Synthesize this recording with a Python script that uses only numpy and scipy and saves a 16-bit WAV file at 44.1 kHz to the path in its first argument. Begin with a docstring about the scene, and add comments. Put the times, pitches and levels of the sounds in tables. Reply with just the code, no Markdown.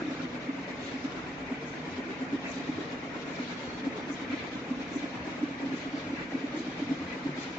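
"""A factory hall, on a phone microphone carried along the side of a pocket-tissue line.
From the start the hall roars, the paper web rushes, the drive whines and the cutter clatters 8.5 times
a second, keeping the frame humming; a sheet panel booms in uneven knocks and loose links clack.
The packer joins with soft thuds, then a puff of air about every seventh stroke; paper swishes over the
folding plate. From 1.5 s a roller scrapes now and then, and at 3.7 s the paper gives one thin squeal."""
import sys
import numpy as np
from scipy import signal
from scipy.fft import rfft, irfft
from scipy.io import wavfile
from scipy.ndimage import uniform_filter1d

SR = 44100
rng = np.random.default_rng(int(sys.argv[2]) if len(sys.argv) > 2 else 0)


def pcm_store(signal):
    """Save signal as 16-bit PCM."""
    levels = np.round(np.clip(np.atleast_2d(signal), -1, 1) * 32767)
    wavfile.write(sys.argv[1], SR, levels.astype(np.int16).T)


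N = 334278
TIME = np.arange(N) / SR
STROKE_HZ, FIRST_STROKE_S = 8.531, .003
PACKER_CYCLE_S = 7 / STROKE_HZ

# Table levels are relative; an event's t is its peak and its length is its width at half height.
# likeness of the hall's field in the left and right channels: f/Hz, correlation
CHANNEL_LIKENESS = [(60, .98), (150, .91), (280, .86), (460, .8), (850, .55), (1200, .08), (1600, -.2),
                    (2250, .2), (3400, -.18), (4200, 0)]
# spectrum of the hall's roar: f/Hz, level/dB
HALL_SPECTRUM = [(25, -27), (40, -15.5), (60, -7.5), (110, -6), (160, -1), (205, -5), (260, 3), (310, -3),
                 (370, -1), (600, -3.5), (1000, -6.5), (1500, -7.5), (2200, -18.5), (4000, -41.5)]
# spectrum of paper rushing over the rollers: f/Hz, level/dB
RUSH_SPECTRUM = [(900, -23), (1500, -6), (1900, 0.5), (2350, 1), (2700, -5.5), (3100, -14), (4500, -39)]
# spectrum of paper hissing on the folding plate: f/Hz, level/dB
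HISS_SPECTRUM = [(2000, -17), (3000, 2), (3800, 2.5), (4400, -2), (5000, -4.5), (6100, -5.5), (7500, -16)]
# that hiss at the microphone on its way along the machine: t/s, level/dB
HISS_LEVELS = [(0, -55), (1.1, -54.5), (1.4, -55.2), (2.25, -56), (2.8, -54), (3.1, -54.5), (3.6, -52.5),
               (4.15, -55), (4.6, -53.5), (5.3, -54), (6.3, -54), (7.58, -52.5)]
# motor and gear tones: f/Hz, level/dB
DRIVE_TONES = [(156.1, -65), (243, -48.5), (251.4, -52.5), (275.2, -48.5), (549, -58), (684, -62),
               (2001, -64.5), (6482, -82)]
# the groan at the microphone on its way along the machine: t/s, level/dB
GROAN_LEVELS = [(0, -63), (1, -54.5), (2.8, -57), (4.2, -55), (5, -63), (7.58, -61.5)]
# spectrum of the cutter's clatter: f/Hz, level/dB
CLATTER_SPECTRUM = [(150, -25.5), (280, 2), (430, -0.5), (700, -6.5), (1100, -10), (2200, -14), (4000, -24),
                    (7500, -29)]
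# hum of the frame: multiple of the stroke rate, level/dB
FRAME_HARMONICS = [(15, -67), (17, -54.5), (20, -57), (21, -62), (22, -50.5), (25, -62), (26, -59.5),
                   (30, -52), (31, -54.5), (32, -56), (33, -61.5), (36, -49), (37, -60.5), (38, -52.5),
                   (56, -63.5), (59, -68.5)]
# loud knocks of the panel: t/s, level/dB, length/s, f/Hz
PANEL_KNOCKS = [(.005, -28.5, 0.0067, 290), (.024, -22, 0.0067, 302), (.048, -27.5, .022, 296),
                (.084, -25.5, 0.012, 296), (.118, -30, 0.017, 290), (.204, -26.5, 0.01, 289),
                (.254, -33, 0.023, 253), (.497, -23, 0.016, 277), (.553, -33, 0.017, 282),
                (.593, -35, 0.019, 274), (.964, -30.5, 0.023, 268), (1.053, -25, 0.015, 271),
                (1.525, -25.5, 0.02, 255), (1.883, -39, 0.016, 307), (1.995, -29, 0.023, 253),
                (2.226, -26, 0.024, 264), (2.335, -23, 0.012, 280), (2.348, -23, 0.013, 280),
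                (2.571, -30, 0.012, 268), (2.605, -31, 0.0071, 264), (2.697, -20.5, 0.013, 278),
                (2.784, -23, 0.0088, 292), (2.811, -31, .02, 293), (2.934, -33, 0.015, 262),
                (3.403, -30.5, 0.016, 258), (3.835, -27, 0.011, 265), (3.849, -32, .008, 270),
                (3.874, -21, .02, 272), (3.992, -37, 0.019, 302), (4.108, -26, 0.028, 282),
                (4.306, -27.5, .012, 274), (4.338, -22, .018, 282), (4.56, -28, 0.01, 254),
                (4.718, -22, 0.015, 258), (4.777, -28.5, 0.01, 278), (4.807, -32, .016, 274),
                (4.965, -22.5, 0.012, 282), (5.045, -27.5, 0.0072, 288), (5.277, -30.5, 0.012, 282),
                (5.42, -28, .012, 272), (5.436, -18, 0.013, 283), (5.478, -37, 0.038, 276),
                (5.635, -30.5, .01, 282), (5.651, -28.5, 0.014, 280), (5.667, -26.5, .012, 280),
                (5.724, -27, 0.0123, 275), (5.743, -22, 0.011, 277), (5.866, -30, 0.016, 280),
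                (5.945, -24, 0.014, 278), (6.069, -34, 0.02, 300), (6.106, -30, 0.013, 281),
                (6.138, -19.5, 0.007, 276), (6.355, -20, 0.013, 270), (6.445, -23.5, 0.013, 279),
                (6.545, -29, 0.014, 290), (6.576, -22, 0.007, 302), (6.607, -27.5, .008, 298),
                (6.67, -30.5, 0.0085, 272), (6.685, -34, .01, 287), (6.826, -20.5, 0.012, 282),
                (6.879, -37, 0.015, 274), (6.904, -26, 0.017, 270), (6.921, -20.5, 0.015, 278),
                (7.017, -28.5, 0.02, 280), (7.168, -38, 0.012, 262), (7.263, -20.5, .011, 283),
                (7.294, -24.5, 0.0051, 268), (7.392, -31.5, 0.0091, 272)]
# clacks of the linkage: t/s, level/dB, length/s
LINKAGE_CLACKS = [(0.017, -45, 0.044), (0.205, -45, .04), (1.182, -43, 0.05), (3.535, -44, .035),
                  (4.1, -43.5, 0.036), (4.33, -43.5, 0.044), (6.205, -46.5, .035)]
# resonances of the linkage: f/Hz, width/Hz, level/dB
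LINKAGE_MODES = [(1220, 160, -6), (1420, 190, 0), (1650, 81, -1)]
# thuds of the packer: t/s, level/dB, length/s, f/Hz
PACKER_THUDS = [(.24, -40, .05, 165), (.31, -50, .06, 98), (1.16, -53, .08, 62), (1.27, -49, 0.079, 85.6),
                (1.42, -50, 0.091, 62), (1.84, -37.5, 0.046, 154), (1.94, -48, 0.071, 92),
                (2.7, -40.5, 0.062, 167), (2.77, -47, .06, 100), (3.05, -43, 0.048, 151),
                (3.52, -40, .04, 166), (4.31, -45.5, 0.054, 105), (4.41, -47.5, 0.053, 89.5),
                (5.22, -46, 0.063, 78.5), (6.07, -46.5, 0.069, 95), (6.36, -44.5, 0.036, 149),
                (6.8, -44, 0.046, 171), (6.86, -46, 0.054, 100), (6.92, -39, 0.036, 158),
                (7.05, -44.5, 0.037, 90), (7.3, -40.5, 0.086, 149.5)]
# puffs of the air valve: t/s, level/dB, time to fade by half/s
VALVE_PUFFS = [(.85, -50.5, .05), (1.68, -53, .05), (2.495, -48, 0.087), (3.32, -55.5, .04),
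               (4.13, -49.5, .022), (4.947, -49, 0.048), (5.775, -51.5, .045), (6.585, -51.5, .04),
               (7.41, -49.5, 0.033)]
# spectrum of the escaping air: f/Hz, level/dB
AIR_SPECTRUM = [(2500, -28.5), (4000, -11.5), (5300, -4.5), (6100, 6.5), (7500, -1.5)]
# swishes of paper over the folding plate: t/s, level/dB, length/s, centre f/Hz
PAPER_SWISHES = [(.875, -48.5, 0.13, 3500), (1.033, -56, .13, 4830), (2.563, -52, 0.15, 3900),
                 (2.807, -52, 0.22, 3560), (3.372, -55, 0.067, 4600), (3.46, -50, .12, 3720),
                 (3.664, -61, 0.13, 5500), (4.404, -52, 0.15, 3560), (5.813, -50, 0.11, 3300),
                 (5.986, -51, 0.1, 3930), (6.596, -52.5, .08, 4000), (6.762, -54, 0.31, 3370),
                 (7.416, -48, 0.1, 3930)]
# higher grumbles of the panel: t/s, level/dB, length/s, f/Hz
PANEL_GRUMBLES = [(1.5, -39.5, .03, 400), (1.99, -37, 0.022, 390), (2.07, -37, 0.04, 335),
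                  (2.105, -36, 0.03, 392), (2.345, -35.5, 0.029, 385), (2.8, -41, .05, 400),
                  (3.965, -37, 0.037, 432), (4.965, -35.5, .03, 387), (5.435, -40, 0.021, 394),
                  (5.74, -39, 0.03, 380)]
# scrapes of the roller: t/s, level/dB, length/s
ROLLER_SCRAPES = [(1.52, -50, .14), (2.472, -39.5, 0.065), (2.62, -49, .12), (3.41, -45, 0.1),
                  (3.52, -47, 0.05), (4.326, -42, .06), (4.41, -41, 0.067), (5.01, -46, .1),
                  (6.19, -42, .09), (6.77, -48, 0.09), (7.12, -40.5, 0.062)]
# resonances of the roller: f/Hz, width/Hz, level/dB
ROLLER_MODES = [(1650, 220, -4), (2018, 69, 1.5), (2290, 310, 1.5), (2640, 150, -5.5), (4050, 250, -13)]
# squeal of paper on the folding plate: t/s, level/dB, length/s, left minus right/dB
PAPER_SQUEALS = [(3.7, -52.5, 0.22, 2)]


def undb(db):
    """Decibels to gain."""
    return 10 ** (np.asarray(db) / 20)


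def unit(x):
    """Scale to rms 1."""
    return x / np.sqrt(np.mean(x ** 2))


def wander(rate):
    """A smooth random curve at rms 1, changing about rate times a second."""
    steps = rng.standard_normal(int(rate * N / SR * 1.5) + 2)
    smooth = signal.resample(steps, 8192)
    return unit(np.interp(np.linspace(0, 8191, N), np.arange(8192), smooth))


def swell(t, length):
    """A bell curve round t = 0, length wide at half height."""
    return 2 ** -np.minimum((2 * t / length) ** 2, 60)


def pan(db):
    """Channel gains for a source db louder on the microphone's left."""
    return undb(np.array([[db], [-db]]) / 2)


def phase_shift(spread_rad):
    """A tone's phase shifts between left and right as the microphone moves through standing waves."""
    return spread_rad * np.array([[1], [-1]]) * wander(1)


def over_bins(points):
    """Read (f/Hz, value) points at every frequency bin, on a log axis."""
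    hz, value = np.transpose(points)
    return np.interp(np.log(np.fft.rfftfreq(N, 1 / SR) + 1), np.log(hz), value)


def diffuse(pair, spectrum):
    """Two unrelated signals become a hall's field of this spectrum, most alike in the bass; rms 1."""
    alike = over_bins(CHANNEL_LIKENESS)
    mid, side = rfft(pair) * np.sqrt([1 + alike, 1 - alike])
    left_right = np.array([mid + side, mid - side])
    return unit(irfft(left_right * undb(over_bins(spectrum)), N))


def noise(spectrum):
    """Diffuse stereo noise of a given spectrum."""
    return diffuse(rng.standard_normal((2, N)), spectrum)


def ringing(modes):
    """Stereo noise ringing in resonances (f/Hz, width/Hz, level/dB)."""
    hz = np.fft.rfftfreq(N, 1 / SR)
    gain = sum(undb(db) / (1 + (2 * (hz - centre) / width) ** 2) for centre, width, db in modes)
    return unit(irfft(rfft(rng.standard_normal((2, N))) * gain, N))


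def throbs(table):
    """Short tones that swell and fade, from rows (t/s, level/dB, length/s, f/Hz)."""
    out = np.zeros(N)
    for (s, db, length, hz), phase in zip(table, rng.random(len(table))):
        near = abs(TIME - s) < 2 * length
        t = TIME[near] - s
        out[near] += undb(db) * swell(t, length) * np.sin(2 * np.pi * (hz * t + phase))
    return out


def hall(db=-42, waver_db=.57):
    """The rest of the line blends into a steady roar all round the microphone."""
    return undb(db + waver_db * wander(11)) * pan(-.5) * noise(HALL_SPECTRUM)


def paper_web(rush_db=-46.5, rush_flutter_db=.9, hiss_gain_db=2, hiss_flutter_db=1.6, pull_db=1):
    """Fluttering paper rushes over the rollers; its hiss on the plate swells as the packer pulls."""
    pull = np.cos(2 * np.pi * (TIME - .2) / PACKER_CYCLE_S)  # hardest 0.2 s into each cycle
    hiss_db = hiss_gain_db + np.interp(TIME, *np.transpose(HISS_LEVELS))
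    rush = undb(rush_db + rush_flutter_db * wander(24))
    hiss = undb(hiss_db + pull_db * pull + hiss_flutter_db * wander(24))
    return rush * pan(4.5) * noise(RUSH_SPECTRUM) + hiss * pan(2.5) * noise(HISS_SPECTRUM)


def drive(gain_db=-2, waver_db=2, drift=.0015):
    """Motors and gears sing at nearly steady speed; each tone swells and sinks along the machine."""
    out = 0
    for hz, db in DRIVE_TONES:
        angle = 2 * np.pi * np.cumsum(hz * (1 + drift * wander(8))) / SR
        out = out + undb(db + waver_db * wander(2)) * np.sin(angle + phase_shift(.2))
    return np.sqrt(2) * undb(gain_db) * out


def groan(hz=453, drift=.022, waver_db=3):
    """A wavering tone, loudest beside the embossing rollers, fades as the microphone moves on."""
    angle = 2 * np.pi * np.cumsum(hz * (1 + drift * wander(10))) / SR
    db = np.interp(TIME, *np.transpose(GROAN_LEVELS)) + waver_db * wander(6)
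    return np.sqrt(2) * undb(db) * np.sin(angle + phase_shift(.3))


def cutter(db=-46, lead_s=.046, rise_s=.048, decay_s=.026, repeat_share=.3, scatter_db=2):
    """Each stroke sets off clatter that builds as the blade closes, partly the same every time."""
    strokes = (TIME - FIRST_STROKE_S + lead_s) * STROKE_HZ + 1
    age = strokes % 1 / STROKE_HZ
    repeated = rng.standard_normal((2, SR))[:, (age * SR).astype(int)]
    fresh = rng.standard_normal((2, N))
    rattle = np.sqrt(repeat_share) * repeated + np.sqrt(1 - repeat_share) * fresh
    force = undb(scatter_db * rng.uniform(-.88, 1, N))[strokes.astype(int)]
    burst = force * (1 - np.exp(-age / rise_s)) ** 2 * np.exp(-age / decay_s)
    return undb(db) * diffuse(rattle * burst, CLATTER_SPECTRUM)


def frame(gain_db=-2.5, waver_db=2, slip_rad=.56):
    """The frame hums on multiples of the stroke rate, all pushed together at each stroke."""
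    angle = 2 * np.pi * STROKE_HZ * (TIME - FIRST_STROKE_S)
    hum = 0
    for multiple, db in FRAME_HARMONICS:
        level = undb(db + waver_db * wander(3.4))
        hum = hum + level * np.cos(multiple * angle + slip_rad * wander(3) + phase_shift(.081))
    return np.sqrt(2) * undb(gain_db) * hum


def soft_knocks(share=.45, db=-48.5, scatter_db=2, jitter_s=.023, length_s=.016, hz=275):
    """Some cutter strokes knock the panel softly: rows (t/s, level/dB, length/s, f/Hz)."""
    strokes = np.arange(FIRST_STROKE_S, N / SR, 1 / STROKE_HZ)
    jitter, force = rng.standard_normal((len(strokes), 2)).T
    struck = rng.random(len(strokes)) < share
    times = (strokes + jitter_s * jitter)[struck]
    levels = (db + scatter_db * force)[struck]
    return [(s, level, length_s, hz) for s, level in zip(times, levels)]


def panel(shaking, gain_db=-2.5, roughness=.05, skirt=.08, skirt_s=.059):
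    """A sheet panel, shaken by the running machine, booms for a few cycles inside a longer rattle."""
    boom, motion = np.zeros((2, N)), np.zeros(N)
    shift = phase_shift(.1)
    for s, db, length, hz in list(PANEL_KNOCKS) + soft_knocks():
        near = abs(TIME - s) < 2 * skirt_s
        t = TIME[near] - s
        shape, angle = swell(t, length), 2 * np.pi * hz * t
        # the panel swings in step with whatever shakes it at that moment
        phase = np.angle(np.sum(shaking[:, near] * shape * np.exp(-1j * angle)))
        boom[:, near] += undb(db) * shape * np.cos(angle + phase + shift[:, near])
        motion[near] += undb(db) * (roughness * shape + skirt * swell(t, skirt_s))
    rattle = noise([(100, -34.5), (215, -14), (255, 3.5), (320, 3.5),  # f/Hz, level/dB
                    (380, -10), (500, -24), (1000, -48)])
    return undb(gain_db) * pan(-.5) * (boom + motion * rattle)


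def linkage(gain_db=-1, chatter_db=2):
    """Loose links chatter together in light, hollow clacks."""
    contact = sum(undb(db) * swell(TIME - s, length) for s, db, length in LINKAGE_CLACKS)
    chatter = unit(undb(chatter_db * wander(120)))
    return undb(gain_db) * contact * chatter * ringing(LINKAGE_MODES)


def packer(gain_db=-1):
    """The packer grips, pushes and folds with soft, low thuds."""
    return undb(gain_db) * throbs(PACKER_THUDS)


def air_valve(rise_s=.02, rasp_db=1.5):
    """Left of the microphone a valve snaps open each packer cycle; its rasping hiss dies away."""
    flow = sum(undb(db) * swell(TIME - s, 2 * np.where(TIME < s, rise_s, fade_s))
               for s, db, fade_s in VALVE_PUFFS)
    rasp = unit(undb(rasp_db * wander(70)))
    return pan(9) * flow * rasp * noise(AIR_SPECTRUM)


def paper_swishes(width_octaves=.65):
    """The web slips over the folding plate: swells of hiss, each with its own brightness."""
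    out = np.zeros((2, N))
    for s, db, length, hz in PAPER_SWISHES:
        near = abs(TIME - s) < 2 * length
        edges = hz * 2 ** (np.array([-.5, .5]) * width_octaves)
        band = signal.butter(2, edges, "bandpass", fs=SR, output="sos")
        hiss = signal.sosfilt(band, rng.standard_normal((2, N))[:, near])
        out[:, near] += undb(db) * swell(TIME[near] - s, length) * unit(hiss)
    return pan(3) * out


def panel_grumbles(gain_db=-1):
    """Now and then the panel also rings in a higher mode."""
    return undb(gain_db) * throbs(PANEL_GRUMBLES)


def roller_scrapes(gain_db=-1, chatter_db=.5):
    """Just left of centre, friction sticks and slips, ringing the metal roller."""
    grip = sum(undb(db) * swell(TIME - s, length) for s, db, length in ROLLER_SCRAPES)
    chatter = unit(undb(chatter_db * wander(60)))
    return undb(gain_db) * pan(2) * grip * chatter * ringing(ROLLER_MODES)


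def paper_squeal(gain_db=-2, hz=4380, width_hz=110):
    """The paper rubs on the folding plate with a thin squeal."""
    drag = sum(undb(db) * pan(pan_db) * swell(TIME - s, length)
               for s, db, length, pan_db in PAPER_SQUEALS)
    return undb(gain_db) * drag * ringing([(hz, width_hz, 0)])


def flicker(pair, depth_db=2.5, size=1024):
    """Coarse grain: every narrow band swells and sinks within a few hundredths of a second."""
    cells = signal.stft(pair, nperseg=size)[2]
    chance = unit(uniform_filter1d(rng.standard_normal(cells.shape[1:]), size=3, axis=0))
    gain = unit(undb(depth_db * unit(np.tanh(chance))))
    return signal.istft(cells * gain, nperseg=size)[1][:, :N]


def standing_waves(pair, depth_db=2, above_hz=750, size=4096):
    """The hall's standing waves slowly lift and sink narrow bands as the microphone is carried along."""
    hz, _, cells = signal.stft(pair, SR, nperseg=size)
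    chance = unit(uniform_filter1d(rng.standard_normal(cells.shape[1:]), size=17, axis=1))
    gain = np.where(hz[:, None] > above_hz, unit(undb(depth_db * chance)), 1)
    return signal.istft(cells * gain, nperseg=size)[1][:, :N]


def scene():
    """The whole line from alongside; the noisy parts share a coarse grain and the hall's colour."""
    noisy = hall() + cutter() + air_valve() + paper_web() + paper_swishes()
    noisy += roller_scrapes() + paper_squeal() + linkage()
    tonal = frame() + drive() + groan() + packer() + panel_grumbles()
    running = tonal + standing_waves(flicker(noisy))
    return running + panel(running)


def record(dry):
    """The phone cuts the treble steeply above 7.6 kHz."""
    return signal.sosfilt(signal.ellip(12, .1, 80, 7600, fs=SR, output="sos"), dry)


dry = scene()
out = record(dry)
pcm_store(out)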